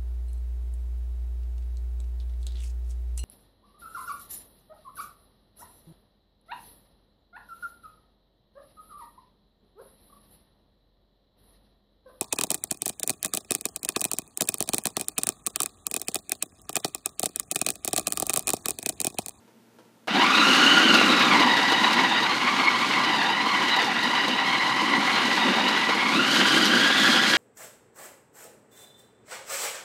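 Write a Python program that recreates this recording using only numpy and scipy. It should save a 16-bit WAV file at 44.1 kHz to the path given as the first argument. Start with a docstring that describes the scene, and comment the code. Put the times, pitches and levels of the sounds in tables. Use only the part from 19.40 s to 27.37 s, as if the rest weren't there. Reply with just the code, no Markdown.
"""Food processor grinding nuts

A food processor on a kitchen counter is switched on and grinds nuts, close to a phone.
Gear teeth whine through the ringing housing and sag under load; filtered noise makes the churning food,
the booming bowl and the fizz, and short noise bursts make hard pieces knock on the wall.
Touches on the knob come before the start; a faint hum and room tone lie under everything."""
import sys
import numpy as np
from scipy import signal
from scipy.fft import rfft, irfft, next_fast_len
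from scipy.io import wavfile

SR = 44100
rng = np.random.default_rng(int(sys.argv[2]) if len(sys.argv) > 2 else 0)


def digitize_waveform(pressure):
    """Quantize a signal to 16-bit integers and store it at the path in sys.argv[1].

    Rows of a 2-D input are taken as channels; values are limited to [-1, 1].
    """
    field = np.atleast_2d(pressure).T
    bounded = np.clip(field, -1, 1)
    quanta = np.round(bounded * 32767).astype(np.int16)
    wavfile.write(sys.argv[1], SR, quanta)


def volts(x):
    """Linear amplitude factor 10**(x/20) for a level x in dB, scalar or array-like."""
    e = np.asarray(x, float) / 20
    return 10 ** e


N = 351477  # length in samples
T = np.arange(N) / SR  # time in seconds
START_S = .675  # the machine comes on

# Multiples of the tooth rate heard in the whine; the fractions are shaft sidebands: multiple
TOOTH_MULTIPLES = [.85, 1, 1.15, 1.85, 2, 3, 4, 5]
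# How strong and how blurred each of those multiples is: level_db, smear_hz
TOOTH_SMEAR = [(-6, 142), (0, 96), (-9.5, 89), (-13.5, 125), (0, 129), (-6, 148), (-7.5, 88), (-8.5, 170)]
# Broad colour of the whine: pitch_hz, level_db
SHELL_COLOUR = [(700, -3.5), (1000, 2), (1300, 0.5), (1600, -2), (2100, 1.5), (2450, -1), (2900, -0.5),
                (3400, -3), (3900, 1.5), (4400, -1), (5000, -7.5), (6500, -25)]
STEADY = .3  # share of pure tone in each multiple
FLICKER_DB, FLICKER_HZ = 1.8, 9.  # each multiple swells and fades by itself


def whine():
    """Tooth impacts; no two are alike, so each multiple is a wandering cluster round a weak steady core."""
    rate = control(column=1)
    shell_hz, shell_db = np.transpose(SHELL_COLOUR)
    phase = 2 * np.pi * np.cumsum(rate * (1 + 0.01598 * wander(35.12))) / SR
    teeth = np.zeros(N)
    for k, (db, smear_hz) in zip(TOOTH_MULTIPLES, TOOTH_SMEAR):
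        colour_db = np.interp(np.log(k * rate), np.log(shell_hz), shell_db)
        level = volts(db + colour_db + FLICKER_DB * wander(FLICKER_HZ))
        core = (STEADY + wander(smear_hz)) * np.cos(k * phase)
        blur = wander(smear_hz) * np.sin(k * phase)
        teeth += level * (core + blur)
    loaded = teeth * blade(1.0, 0.11, 1.97, 27.0)
    return volts(control(column=2)) * housing(loaded, direct=0.67)


# The motor spins up, sags as the blade bites, and speeds up again:
# time_s, tooth_rate_hz (before small chance wobbles), whine_db (gain), food_noise_db
MOTOR_COURSE = [(0.68, 600, -41, -32), (0.76, 793.9, -31, -23.5), (0.84, 1101, -26, -24.5),
                (0.91, 1220, -27.5, -23.5), (0.99, 1328, -24.5, -22.5), (1.229, 1450, -24, -21.5),
                (1.45, 1479, -25.5, -22), (1.6, 1364, -25.5, -21), (1.86, 1251, -26.5, -24.5),
                (1.93, 1085, -24, -22), (2.03, 990, -27, -23.5), (2.19, 935, -29, -24.5),
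                (2.56, 997, -31, -24.5), (2.75, 905.7, -31, -26.5), (2.99, 1094, -32.5, -27.5),
                (3.15, 1111, -28.5, -26.5), (3.321, 1052, -31, -28.5), (3.471, 1097, -30.5, -27),
                (3.7, 990, -29, -27.5), (3.83, 895, -29.5, -28), (4.1, 1066, -31, -29),
                (4.36, 969, -30.5, -27.5), (4.502, 891, -34, -28.5), (4.75, 1000, -29, -27.5),
                (4.97, 963.5, -33, -29.5), (5.13, 1048, -30.5, -29), (5.24, 997, -30.5, -29.5),
                (5.73, 1062, -30, -26), (6.1, 908, -33.5, -25), (6.4, 991.5, -33.5, -26),
                (6.71, 1131, -27.5, -28), (6.8, 1376, -29, -25), (6.93, 1560, -27, -23.5),
                (7.17, 1593, -27, -23), (7.33, 1550, -27.5, -24.5), (7.58, 1712, -25.5, -24),
                (7.97, 1658, -26, -23)]


def control(column):
    """One column of the motor table, drawn as straight lines between its moments."""
    rows = np.array(MOTOR_COURSE)
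    return np.interp(T, rows[:, 0], rows[:, column])


def blade(sweep_db, ripple_db, lump_db, lump_hz):
    """Load on the blade: once a turn, with the mains ripple, and by lumps of food."""
    turns_per_s = control(column=1) / 80 * (1 + 0.037 * wander(5.5))
    turns = np.cumsum(turns_per_s) / SR
    sweep = sweep_db * np.cos(2 * np.pi * turns)
    ripple = ripple_db * np.cos(2 * np.pi * 60 * T)
    return evened(volts(sweep + ripple + lump_db * wander(lump_hz)))


# Narrow resonances of housing and bowl: pitch_hz, width_hz, level_db (over the broad colour)
HOUSING_RINGS = [(784, 45, 0.5), (994, 105, -7), (1168, 8.2, 3), (1425, 71, 0), (1637, 17, 2.5),
                 (1954, 34, 2.5), (2187, 49, -4.5), (2804, 29, 1.5), (2960, 137, 1), (3220, 81, -7.5),
                 (3710, 227, 0.5), (4790, 62, 2.5)]


def housing(x, direct):
    """A share of direct sound plus each resonance of the shell."""
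    return direct * x + sum(volts(db) * ring(x, hz, width) for hz, width, db in HOUSING_RINGS)


# Colour of the food noise before it passes the shell: pitch_hz, level_db (noise per Hz)
CHURN_COLOUR = [(210, -71), (350, -8), (627, -9.5), (996, -4), (1290, -3.5), (1780, -3.5), (1990, -3),
                (2550, -4), (3910, -12), (6000, -21.5), (7800, -48), (13200, -120)]


def churn():
    """Crumbs dragged round the bowl, heard through the shell."""
    crumbs = coloured(grit(400, 3.3, 0.0052), CHURN_COLOUR)
    through_shell = housing(crumbs, direct=1.0)
    return volts(control(column=3)) * evened(through_shell * blade(0.59, 0.37, 1.0, 15.0))


def grit(per_s, spread_db, decay_s):
    """Noise made of short bursts of uneven size over a steady bed."""
    starts = rng.random(N) < per_s / SR
    sizes = volts(spread_db * np.minimum(rng.exponential(1, N), 5)) * starts
    bursts = signal.lfilter([1], [1, -np.exp(-1 / (decay_s * SR))], sizes)
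    return rng.standard_normal(N) * (1.9 + bursts / bursts.mean())


# Colour of the boom: pitch_hz, level_db (noise per Hz)
BOOM_COLOUR = [(65, -69), (110, -37), (161, -13.5), (197, -2.5), (254, 0), (328, -3), (409, -11),
               (475, -17), (520, -9.5), (680, -20.5), (1140, -120)]
BOOM_DB, BOOM_DB_PER_OCTAVE, BOOM_FOLLOWS = -33.5, 1, 1.48  # FOLLOWS: dB per dB of food noise


def boom():
    """The bowl and counter shake at their lowest resonances."""
    level_db = law(BOOM_DB, BOOM_DB_PER_OCTAVE, BOOM_FOLLOWS) + 2 * wander(3.8)
    shaking = coloured(rng.standard_normal(N), BOOM_COLOUR) * blade(0.3, 0.32, 1.14, 25.0)
    return volts(level_db) * evened(shaking)


LOADED_HZ, USUAL_FOOD_DB = 1000, -27  # tooth rate and food noise at which the law adds nothing


def law(db, db_per_octave, follows):
    """Level in dB that rises with speed and with the noise of the food."""
    from_speed = db_per_octave * np.log2(control(column=1) / LOADED_HZ)
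    from_food = follows * (control(column=3) - USUAL_FOOD_DB)
    return db + from_speed + from_food


# Colour of the fizz before the speed changes its top: pitch_hz, level_db (noise per Hz)
FIZZ_COLOUR = [(2350, -26), (4000, -4.5), (5450, -14.5), (6590, -15), (7210, -18.5), (13300, -32),
               (15300, -37)]
FIZZ_DB, FIZZ_DB_PER_OCTAVE, FIZZ_FOLLOWS = -37, 8, 0.84  # FOLLOWS: dB per dB of food noise


def fizz():
    """Fine particles spraying on plastic, and cooling air; brighter as the motor runs faster."""
    spray = coloured(grit(400, 1.1, 0.006), FIZZ_COLOUR)
    air = signal.sosfilt(signal.butter(2, 10000., "high", fs=SR, output="sos"), spray)
    spray = spray + 0.26 * (control(column=1) / 1200 - 1) * air
    level = volts(law(FIZZ_DB, FIZZ_DB_PER_OCTAVE, FIZZ_FOLLOWS))
    return level * evened(spray * blade(0.16, 0.38, 0.99, 5.2))


# The hardest pieces hitting the bowl: time_s, crack_db, thud_db (relative to the crack);
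# both levels are nominal, with fixed trims and colours added below
HARD_KNOCKS = [(0.678, -45, 10), (1.5423, -23, -1), (1.612, -35, 12), (1.6906, -36, 3), (1.7947, -28, -2),
               (2.0002, -31, 5), (2.1686, -31, 0), (2.3208, -30, 3.5), (2.5284, -31, -13), (2.829, -34, -9),
               (3.4937, -40, -6), (3.6351, -38, 4), (4.0617, -42, 8.5), (4.2833, -34, -2), (4.363, -34, -2),
               (4.4193, -32.5, 0), (4.4441, -33, -4), (4.6312, -34, -10), (4.8812, -31.5, 1),
               (5.4138, -34, 0), (5.9643, -37, -6), (6.2841, -33, -6), (6.4881, -38, 6), (6.5495, -45, 11),
               (7.2551, -24, -15)]
SMALL_COUNT, SMALL_DB, SMALL_SPREAD_DB = 30, -36, 9  # smaller pieces: number, loudest, range below
TICK_DB, TICK_T60_S = 4, .008  # first contact of a knock: nominal level over its crack, decay by 60 dB


def knocks():
    """A sharp tick, a bright crack, and a duller thud through the shell."""
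    cracks, thuds, ticks = np.zeros((3, N + 3000))
    t = np.arange(3000) / SR
    small = [(START_S + a * (T[-1] - START_S), SMALL_DB - SMALL_SPREAD_DB * b, 2 - 8 * c)
             for a, b, c in rng.random((SMALL_COUNT, 3))]  # at chance moments
    pieces = small + HARD_KNOCKS
    noises = rng.standard_normal((len(pieces), 2, 3000))
    for (s, db, thud_db), (bright, dull) in zip(pieces, noises):
        at = round(s * SR)
        cracks[at:at + 3000] += volts(db - 3.5 - 60 * t / 0.071) * bright
        ticks[at:at + 3000] += volts(db + TICK_DB - 60 * t / TICK_T60_S) * bright
        soft_start = np.minimum(t / 0.0023, 1)
        thuds[at:at + 3000] += volts(db + thud_db + 7.5 - 60 * t / 0.051) * dull * soft_start
    # colours: (pitch_hz, level_db)
    crack = coloured(cracks[:N], [(1000, -3), (4000, 20), (9000, -6.0), (16000, -15)])
    thud = coloured(thuds[:N], [(100, -43), (280, 20.5), (1200, 7), (4000, -6.0), (8000, -27)])
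    tick = coloured(ticks[:N], [(3000, -30), (6000, -4), (10000, -8), (16000, -12)])
    return crack + tick + housing(thud, direct=1.0)


# Spells in which a thin metal part rings: start_s, end_s, first_pitch_hz, last_pitch_hz, level_db
SINGING_SPELLS = [(0.968, 1.567, 6400, 6600, -43), (2.399, 3.399, 6580, 6507, -56),
                  (2.951, 4.28, 9454, 9400, -63), (5.06, 5.861, 9510, 9450, -59),
                  (6.358, 6.8, 9210, 9660, -58)]
SING_FADE_S, SING_WIDTH_HZ = .06, 45  # fade at each end of a spell; limit of the chance wander


def singing():
    """A metal part rings faintly in a narrow band."""
    out = np.zeros(N)
    for start, end, first_hz, last_hz, db in SINGING_SPELLS:
        phase = 2 * np.pi * np.cumsum(np.interp(T, [start, end], [first_hz, last_hz])) / SR
        spell = np.clip(np.minimum(T - start, end - T) / SING_FADE_S + .5, 0, 1) ** 2
        band = wander(SING_WIDTH_HZ) * np.cos(phase) + wander(SING_WIDTH_HZ) * np.sin(phase)
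        out += volts(db) * spell * band
    return out


# Colour of the low shudder: pitch_hz, level_db (noise per Hz)
RUMBLE_COLOUR = [(12, -59), (20, -34), (86, -22), (116, -10), (140, 2), (180, -22), (310, -120)]
# How strong the shudder is: time_s, level_db
SHUDDER_LEVEL = [(.7, -55), (1.3, -55), (1.7, -50), (3.5, -50), (4.6, -50.5), (5.6, -51.5), (6.4, -52.5),
                 (7.2, -48), (7.97, -52)]


def rumble():
    """The counter carries a low shudder, made of deep noise."""
    s, db = np.transpose(SHUDDER_LEVEL)
    return volts(np.interp(T, s, db)) * evened(coloured(rng.standard_normal(N), RUMBLE_COLOUR))


# Fingers on the knob, then its click: time_s, level_db (before a fixed trim), rub_t60_s (decay by 60 dB)
KNOB_TOUCHES = [(0.079, -44, 0.18), (0.387, -38.5, 0.21), (0.452, -46, 0.15), (0.674, -21.5, 0.24)]
# Resonances of the knob: pitch_hz, level_db, t60_s (ringing time)
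KNOB_RINGS = [(410, 7.5, 0.0092), (840, 0, 0.015), (1370, -9, .012), (2200, -21, 0.025), (2860, -16, 0.016),
              (4180, -24, 0.0059)]


def touches():
    """Soft plastic taps that rub on for a moment."""
    out, t = np.zeros(N), np.arange(6000) / SR
    for s, db, rub_s in KNOB_TOUCHES:
        noise = rng.standard_normal(6000)
        rub = (noise + 18 * (t == 0)) * volts(-60 * t / rub_s)  # a sharp contact, then friction
        tap = sum(volts(d) * ring(rub, hz, 2.4 / t60) for hz, d, t60 in KNOB_RINGS)
        out[round(s * SR):][:6000] += volts(db - 7.0) * tap
    return out


def room(x, t60, wet_db):
    """Tiled walls: a short dense tail of fading noise."""
    t = np.arange(SR // 2) / SR
    tail = rng.standard_normal(len(t)) * volts(-60 * t / t60) * (t > .004)
    return x + volts(wet_db) * signal.oaconvolve(x, tail / np.linalg.norm(tail))[:N]


# Colour of the room tone: pitch_hz, level_db (noise per Hz)
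KITCHEN_COLOUR = [(15, -71), (25, -46), (112, -21), (155, -15), (226, -3), (273, -10), (466, -12.5),
                  (777, -20), (912, -18), (1070, -24), (1400, -22.5), (2270, -27), (15300, -36.5)]
# An appliance somewhere: pitch_hz, level_db (before a small lift and chance wavering)
HUM_TONES = [(118.4, -70), (231.5, -62.5), (463, -76), (904, -76), (1370, -79)]


def kitchen():
    """Room tone from coloured noise, with a wavering hum of pure tones."""
    hum = sum(volts(db + 1 + 1.5 * wander(17.0)) * np.sin(2 * np.pi * hz * T) for hz, db in HUM_TONES)
    return volts(-59) * evened(coloured(rng.standard_normal(N), KITCHEN_COLOUR)) + hum


def evened(x):
    """Scales to an rms (average strength) of 1."""
    return x / np.sqrt(np.mean(x ** 2) + 1e-20)


def coloured(x, points):
    """Filters x by a spectrum given as points on a log axis."""
    f, db = np.transpose(points)
    size = next_fast_len(len(x))
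    hz = np.arange(size // 2 + 1) * SR / size
    gain = volts(np.interp(np.log(hz + 1), np.log(f + 1), db))
    return irfft(rfft(x, size) * gain, size)[:len(x)]


def wander(hz):
    """Slow chance movement, rms 1, up to hz."""
    low_pass = signal.butter(2, hz, fs=SR, output="sos")
    return evened(signal.sosfilt(low_pass, rng.standard_normal(N)))


def ring(x, hz, width):
    """Fixed two-pole resonance with a gain of 1 at its peak."""
    return signal.lfilter(*signal.iirpeak(hz, hz / width, fs=SR), x)


def scene():
    """Machine, knocks and touches in the room, over the room tone."""
    machine = whine() + churn() + boom() + rumble() + fizz() + singing()
    machine *= np.clip((T - START_S) / 0.0044, 0, 1)  # silent until switched on
    return (machine + room(knocks() + touches(), t60=0.049, wet_db=-3) + kitchen())[None]


def top_cut(x):
    """Nothing passes above the cut-off."""
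    return signal.sosfilt(signal.butter(12, 15440, fs=SR, output="sos"), x)


def record(dry):
    """The phone cuts deep bass and the top."""
    thin = signal.sosfilt(signal.butter(2, 60., "high", fs=SR, output="sos"), dry)
    edge = signal.firwin(2001, 15420, window=("kaiser", 9), fs=SR)  # steep low-pass
    mix = signal.oaconvolve(thin, edge[None], "same")
    return top_cut(mix)


dry = scene()
out = record(dry)
digitize_waveform(out)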